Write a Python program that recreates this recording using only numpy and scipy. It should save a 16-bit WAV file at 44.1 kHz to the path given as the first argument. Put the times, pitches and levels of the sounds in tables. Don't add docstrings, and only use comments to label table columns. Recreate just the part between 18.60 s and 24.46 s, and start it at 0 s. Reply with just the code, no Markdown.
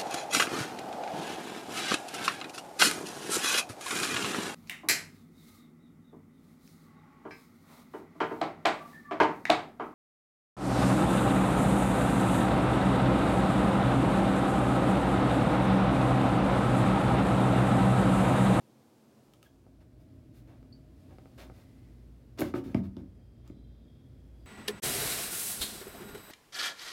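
import sys
import numpy as np
from scipy import signal
from scipy.fft import rfft, irfft, next_fast_len
from scipy.io import wavfile

SR = 44100
rng = np.random.default_rng(int(sys.argv[2]) if len(sys.argv) > 2 else 0)


def unload_wav(signal):
    wavfile.write(
        sys.argv[1],
        SR,
        np.round(np.clip(np.atleast_2d(signal).T, -1, 1) * 32767).astype(np.int16),
    )


N = 258426

# (f/Hz, relative density/dB)
OFFICE_SPECTRUM = [(41, -49.5), (70, -13), (135, 2.5), (189, -8.5), (217, 4), (265, -2.5), (348, -1.5),
                   (446, -6.5), (785, -12.5), (1810, -25), (5360, -27.5), (15500, -34)]
# (f/Hz, relative density/dB)
VENT_SPECTRUM = [(18, -51), (30, -23.5), (48, -2.5), (122, -6), (156, -6.5), (207, -10.5), (256, -11.5),
                 (465, -19.5), (616, -25), (876, -37.5), (2000, -40.5), (2600, -45), (4400, -120)]
# (f/Hz, width per stage/Hz, level/dB, change near the tank/dB)
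VENT_RESONANCES = [(57.66, 5.1, -58, 2), (89.05, 5.2, -65, 3.5), (118.7, 15, -59.5, 0),
                   (234, 10.8, -68.5, 2), (266.3, 13.2, -63, -7), (314.7, 47, -67, -5),
                   (617, 70, -74.5, -11)]
# (f/Hz, relative density/dB)
HISS_SPECTRUM = [(410, -19.5), (700, -3.5), (861, -10), (1100, -11.5), (1870, -16), (3270, -16),
                 (3540, -16.5), (5080, -18), (6300, -22), (10100, -23), (15500, -25.5)]
# (t/s, level before trim/dB)
HISS_ENVELOPE = [(1.0, -74), (2.3, -73), (2.42, -69.5), (3.0, -68.5), (3.6, -73), (4.6, -75.5), (5.0, -77),
                 (5.86, -72.5)]
# (start/s, end/s, f/Hz, width per stage/Hz, level/dB)
VALVE_WHISTLES = [(2.87, 3.47, 1990, 210, -80), (4.36, 5.5, 3215, 74, -87.5), (5.18, 5.5, 3285, 90, -81.5),
                  (5.34, 6.1, 3290, 160, -85.5), (4.88, 5.25, 4000, 43, -84.5),
                  (4.73, 5.63, 3600, 290, -83.5), (4.25, 5.74, 4800, 870, -88),
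                  (5.78, 5.95, 4750, 350, -80)]
# (f/Hz, gain/dB, t60/s)
STANDING_WAVES = [(88, 8, 0.58), (121, -6.5, 0.85), (176.4, 7.5, 0.35), (192.1, 13, 0.55),
                  (233.8, 11.5, 0.49), (270.6, 9.5, 0.42), (308.8, 4, 0.15), (352.3, 5, 0.17),
                  (520.5, 5.5, 0.57), (560.3, 5, 0.25), (667, 3.5, 0.27), (755, -5, 0.3), (900, 0, 0.61),
                  (1153, 1, 0.27), (1240, 4, 0.33), (1293, 1.5, 0.49), (1525, -5, 0.29), (2105, -1, 0.21),
                  (2290, 2, 0.19), (2880, 0, 0.36)]
# (f/Hz, level re direct sound/dB)
ECHO_SPECTRUM = [(60, 1), (250, -7), (400, -7), (650, -3), (1500, -3.5), (4000, -5.5), (14000, -3.5)]
# (f/Hz, t60/s)
ECHO_DECAY = [(100, 0.4), (500, 0.32), (2000, 0.14), (6000, 0.26), (15000, 0.14)]
# (delay/s, f/Hz, relative level/dB, t60/s)
DRIP_MODES = [(0.0037, 4760, -2, 0.028), (0.00067, 4480, 2.5, 0.045), (0.005, 5100, -14, 0.035),
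              (0.004, 4630, -18, 0.14)]
# (t/s, level/dB)
NAIL_CLICKS = [(0.7365, -47.5), (0.8286, -43.5), (4.877, -52.5)]
# (f/Hz, relative density/dB)
NAIL_SPECTRUM = [(900, -11), (2200, -5), (3000, 7), (4000, -1), (6400, -0.5), (8000, -3), (10500, -6.5),
                 (15500, -7)]
# (t/s, gain/dB, low-pass/Hz)
FINGER_TAPS = [(1.066, -50.5, 900), (2.029, -56.5, 8000), (2.585, -47.5, 5000), (2.6574, -49, 3200),
               (2.8993, -43.5, 1910)]
# (f/Hz, relative level/dB, t60/s)
HELD_BOARD_MODES = [(494, -0.5, 0.022), (760, -1.5, 0.013), (1280, 0, 0.0056), (2130, -4, 0.0046),
                    (4500, -6, 0.002)]
# (t/s, length/s, level/dB, tilt/dB per octave, skew: low = sudden start)
RUB_STROKES = [ (0.835, 0.054, -71, 2, 0.55), (1.202, 0.035, -66, -2, 0.63), (1.388, 0.065, -76.5, 2.5, .8),
               (1.733, 0.097, -69.5, 2.5, 0.72), (1.871, 0.16, -64.5, -2.5, 0.34),
               (2.48, 0.09, -61, -4.5, .8), (2.776, 0.086, -54.5, -0.5, 0.43),
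               (2.796, 0.095, -55.5, -1.9, 0.46), (2.931, 0.13, -67.5, .5, 0.66),
               (3.851, 0.076, -51.5, -1, 0.4), (4.037, 0.14, -58.5, -0.5, 0.29),
               (4.229, 0.053, -60.5, -1.5, 0.64), (4.835, 0.07, -67, -1.5, 1), ]
# (f/Hz, relative density/dB)
FRICTION_SPECTRUM = [(20, -110), (80, -17), (150, -19), (280, -5), (700, -4.5), (1000, -9), (2500, -13),
                     (3150, -16), (3650, -15.5), (5500, -20), (8000, -25.5), (12000, -24), (15500, -25)]
# (t/s, length/s, level/dB)
GRIT_STROKES = [(2.785, 0.083, -61.5), (3.784, 0.065, -48.5)]
# (f/Hz, relative level/dB, t60/s)
LID_EDGE_MODES = [(559, -6, 0.075), (643, -6.5, 0.064), (885, -5.5, 0.017), (1105, -11, 0.024),
                  (1234, -8, 0.017), (1530, -11, 0.025), (1710, -16, 0.018), (2130, -12, 0.02),
                  (2310, -16, 0.023), (2780, -37, 0.011), (4050, -21, 0.008)]
# (f/Hz, relative density/dB)
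TICK_SPECTRUM = [(800, 8), (2000, 16.5), (3200, 6), (4500, 6), (6300, 5), (8500, 0), (11300, 12),
                 (16000, 12.5)]
# (t/s, flex/dB, panel f/Hz, favoured edge f/Hz, clack/dB, tick/dB,
# tick low-pass/Hz, skid/dB, shudder/dB, air thump re flex/dB)
RIM_KNOCKS = [ (3.8153, -33.5, 330, 680, -24.5, -25.5, 14000, -56, -62, -12),
              (3.818, -26, 312, 2220, -20.5, -22, 4300, -51, -45, -5),
              (3.9396, -24.5, 312, 1290, -25.5, -47, 6000, -47, -45, -14),
              (3.957, -45, 274, 1310, -29.5, -48, 6000, -58.5, -49, 6.5),
              (4.059, -39, 279, 603, -57, -56, 9000, -75, -48.5, -2.5),
              (4.095, -52, 270, 1500, -52, -53, 4300, -65, -58, -13),
              (4.146, -18.5, 243, 890, -26, -19.5, 3780, -57, -41.5, -8),
              (4.254, -41.5, 242, 1500, -50, -46, 4300, -78, -55, -9),
              (4.3674, -35.5, 244, 800, -45, -34.5, 4000, -67, -50.5, -4.5),
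              (4.8988, -39, 250, 750, -49, -42, 2600, -81, -61, -3), ]


def from_db(db):
    return 10 ** (np.asarray(db) / 20)


def unit_rms(x):
    return x / np.sqrt(np.mean(x ** 2) + 1e-20)


def at_hz(points, hz):
    known_hz, values = np.transpose(points)
    return np.interp(np.log(np.maximum(hz, 1)), np.log(known_hz), values)


def add(out, start_s, sound):
    i = max(0, round(start_s * SR))
    out[i:i + len(sound)] += sound[:max(0, N - i)]


def butter(x, hz, kind="low", order=2):
    return signal.sosfilt(signal.butter(order, hz, kind, fs=SR, output="sos"), x)


def noise(spectrum, size, tilt_db_oct=0):
    padded = next_fast_len(size)
    hz = np.maximum(np.fft.rfftfreq(padded, 1 / SR), 1)
    gain = from_db(at_hz(spectrum, hz) + tilt_db_oct * np.log2(hz))
    return unit_rms(irfft(rfft(rng.standard_normal(padded)) * gain, padded)[:size])


def resonate(x, hz, width_hz):
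    r = np.exp(-np.pi * width_hz / SR)
    feedback = [1, -2 * r * np.cos(2 * np.pi * hz / SR), r * r]
    return signal.lfilter(np.array([1, 0, -1]) * (1 - r * r) / 2, feedback, x + 1e-18)


def narrow_noise(hz, width_hz, size):
    return resonate(resonate(rng.standard_normal(size), hz, width_hz), hz, width_hz)


def damped(t, hz, t60_s):
    return np.sin(2 * np.pi * hz * t) * 1e-3 ** (t / t60_s)


def stroke(length_s, skew=0.43):
    size = int(length_s * SR)
    return np.sin(np.pi * (np.arange(size) / size) ** skew)


def jitter(size, rate_hz, points):
    return np.interp(np.arange(size) * rate_hz / SR, np.arange(points), rng.standard_normal(points))


def room_air(t, dissolve_s=(0.62, 1.49), approach_s=(2.8, 3.4),
             office_db=-61, vent_db=-57.5, hiss_trim_db=-2):
    in_bathroom = np.interp(t, dissolve_s, [0, 1])
    near_tank = np.interp(t, approach_s, [0, 1])
    office = from_db(office_db) * noise(OFFICE_SPECTRUM, N)
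    vent = from_db(vent_db) * noise(VENT_SPECTRUM, N)
    for hz, width_hz, db, change_db in VENT_RESONANCES:
        vent += from_db(db + near_tank * change_db) * unit_rms(narrow_noise(hz, width_hz, N))
    hiss_db = hiss_trim_db + np.interp(t, *np.transpose(HISS_ENVELOPE))
    hiss = from_db(hiss_db) * noise(HISS_SPECTRUM, N)
    return (1 - in_bathroom) * office + in_bathroom * (vent + hiss)


def pipe_whistles(t):
    out = np.zeros(N)
    for start_s, end_s, hz, width_hz, db in VALVE_WHISTLES:
        progress = np.clip((t - start_s) / (end_s - start_s), 0, 1)
        swell = np.sqrt(np.abs(np.sin(np.pi * progress)))
        out += from_db(db) * swell * unit_rms(narrow_noise(hz, width_hz, N))
    return out


def bathroom(x, build_s=0.00064):
    t = np.arange(SR * 3 // 4) / SR
    edges_hz = np.geomspace(50, 17000, 13)
    onset = 1 - np.exp(-(t / build_s) ** 2)
    echo = np.zeros(len(t))
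    for low_hz, high_hz in zip(edges_hz, edges_hz[1:]):
        hz = np.sqrt(low_hz * high_hz)
        band = butter(rng.standard_normal(len(t)), [low_hz, high_hz], "band")
        decay = 1e-3 ** (t / at_hz(ECHO_DECAY, hz))
        share = np.sqrt(2 * (high_hz - low_hz) / SR / len(t))
        echo += from_db(at_hz(ECHO_SPECTRUM, hz)) * share * unit_rms(band * onset * decay)
    boom = sum(from_db(db) * resonate(x, hz, width_hz=np.log(1000) / (np.pi * t60_s))
               for hz, db, t60_s in STANDING_WAVES)
    return x + boom + signal.fftconvolve(x, echo)[:N]


def drip(start_s=2.1232, level_db=-50, rise_s=0.0022):
    out, t = np.zeros(N), np.arange(SR // 5) / SR
    onset = 1 - np.exp(-(t / rise_s) ** 2)
    for delay_s, hz, db, t60_s in DRIP_MODES:
        add(out, start_s + delay_s, from_db(level_db + db) * damped(t, hz, t60_s) * onset)
    return out


def snap(spectrum, decay_s):
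    t = np.arange(SR // 5) / SR
    burst = noise(spectrum, len(t)) * np.exp(-t / decay_s)
    return burst / np.abs(burst).max()


def squeak(hz=1655, level_db=-61, waver=0.025, octave_db=-4):
    push = stroke(length_s=0.015, skew=1.4)
    wobble = jitter(len(push), rate_hz=500, points=SR // 100)
    phase = 2 * np.pi * np.cumsum(hz * (1 + waver * wobble)) / SR
    return from_db(level_db) * push * (np.sin(phase) + from_db(octave_db) * np.sin(2 * phase))


def tap(top_hz):
    t = np.arange(SR // 20) / SR
    board = sum(from_db(db) * damped(t, hz, t60_s) for hz, db, t60_s in HELD_BOARD_MODES)
    return butter(board, top_hz)


def fingers():
    out, t = np.zeros(N), np.arange(SR // 5) / SR
    edge_ring = from_db(-17.5) * damped(t, hz=1280, t60_s=0.043)
    for start_s, db in NAIL_CLICKS:
        add(out, start_s, from_db(db) * (snap(NAIL_SPECTRUM, decay_s=0.0013) + edge_ring))
    add(out, start_s=0.856, sound=squeak())
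    for start_s, db, top_hz in FINGER_TAPS:
        add(out, start_s, from_db(db) * tap(top_hz))
    return out


def friction(length_s, level_db, tilt_db_oct, skew=0.47, grain_db=1.0):
    push = stroke(length_s, skew)
    grip = from_db(grain_db * jitter(len(push), rate_hz=900, points=SR // 10))
    hiss = noise(FRICTION_SPECTRUM, SR // 2, tilt_db_oct)[:len(push)]
    return from_db(level_db) * push * unit_rms(grip) * hiss


def grit(length_s, level_db, grains_per_s=400, band_hz=(700, 4500), spread_db=4):
    push = stroke(length_s, skew=0.42)
    hits = rng.random(SR) < grains_per_s / SR
    grains = hits * from_db(spread_db * rng.standard_normal(SR)) * rng.choice([-1, 1], SR)
    crackle = butter(grains[:len(push)] + 1e-18, band_hz, "band")
    return from_db(level_db) * push * unit_rms(crackle)


def rubs():
    out = np.zeros(N)
    for start_s, length_s, level_db, tilt_db_oct, skew in RUB_STROKES:
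        add(out, start_s, friction(length_s, level_db, tilt_db_oct, skew))
    for start_s, length_s, level_db in GRIT_STROKES:
        add(out, start_s, grit(length_s, level_db))
    return out


def swing(t, hz, swell_cycles):
    age = t * hz / swell_cycles
    return -np.sin(2 * np.pi * hz * t) * (age * np.exp(1 - age)) ** 2


def contact(panel_hz, flex_db, swell_cycles, edge_hz, clack_db, tick_db, top_hz, tick_s, lag_s):
    t = np.arange(SR // 5) / SR
    focus_db_oct, scatter_db = 9, 2.5
    clack = 0
    for k, (hz, db, t60_s) in enumerate(LID_EDGE_MODES):
        weight_db = db - focus_db_oct * abs(np.log2(hz / edge_hz)) + scatter_db * rng.standard_normal()
        clack += (-1) ** k * from_db(weight_db) * damped(t, hz, t60_s)
    tick = butter(snap(TICK_SPECTRUM, tick_s), top_hz)
    flex = swing(np.maximum(t - lag_s, 0), panel_hz, swell_cycles)
    return from_db(flex_db) * flex + from_db(clack_db) * clack + from_db(tick_db) * tick


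def scrape(start_s=3.788, brush_lead_s=0.014, first_catch_s=3.7914, first_hold_s=0.00255, growth=1.8):
    out = np.zeros(N)
    add(out, start_s - brush_lead_s, friction(2 * brush_lead_s, level_db=-54.5, tilt_db_oct=-1.1))
    add(out, start_s, friction(length_s=0.076, level_db=-43, tilt_db_oct=-3.7))
    catch_s = first_catch_s
    for k in range(4):
        flex_db, tick_db = -36.5 + 2.5 * k, -34.5 + 5 * k
        catch = contact(panel_hz=324, flex_db=flex_db, swell_cycles=0.75, lag_s=0.00016,
                        edge_hz=400, clack_db=flex_db - 13,
                        tick_db=tick_db, top_hz=15000, tick_s=0.00052)
        add(out, catch_s, catch)
        catch_s += first_hold_s * growth ** k
    return out


def shudder(hz):
    push = stroke(length_s=0.12)
    shake = narrow_noise(hz, width_hz=114, size=SR)[:len(push)]
    return push * unit_rms(shake)


def knocks(settle_s=0.17, air_delay_s=0.0044, skid_delay_s=0.001):
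    out, t = np.zeros(N), np.arange(SR // 5) / SR
    first_s = RIM_KNOCKS[0][0]
    for (start_s, flex_db, panel_hz, edge_hz, clack_db, tick_db, top_hz,
         skid_db, shudder_db, air_db) in RIM_KNOCKS:
        gap = np.exp((first_s - start_s) / settle_s)
        air_hz = np.interp(gap, [0, 1], [91.7, 126])
        swell_cycles = np.interp(gap, [0, 1], [0.58, 0.83])
        hit = contact(panel_hz, flex_db, swell_cycles, edge_hz, clack_db, tick_db, top_hz,
                      tick_s=0.00098, lag_s=0.0014)
        thump = from_db(flex_db + air_db) * swing(t, air_hz, swell_cycles=0.61)
        skid = friction(length_s=0.068, level_db=skid_db, tilt_db_oct=-2, skew=0.59)
        add(out, start_s, hit)
        add(out, start_s + air_delay_s, thump)
        add(out, start_s + skid_delay_s, skid)
        add(out, start_s, from_db(shudder_db) * shudder(panel_hz))
    return out


def scene():
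    t = np.arange(N) / SR
    lid = fingers() + scrape() + knocks() + rubs()
    return (bathroom(lid + drip()) + pipe_whistles(t) + room_air(t))[None]


def record(dry, low_cut_hz=40, high_cut_hz=15900):
    thin = butter(dry, low_cut_hz, "high", order=6)
    return signal.sosfilt(signal.ellip(10, .1, 80, high_cut_hz, fs=SR, output="sos"), thin)


dry = scene()
out = record(dry)
unload_wav(out)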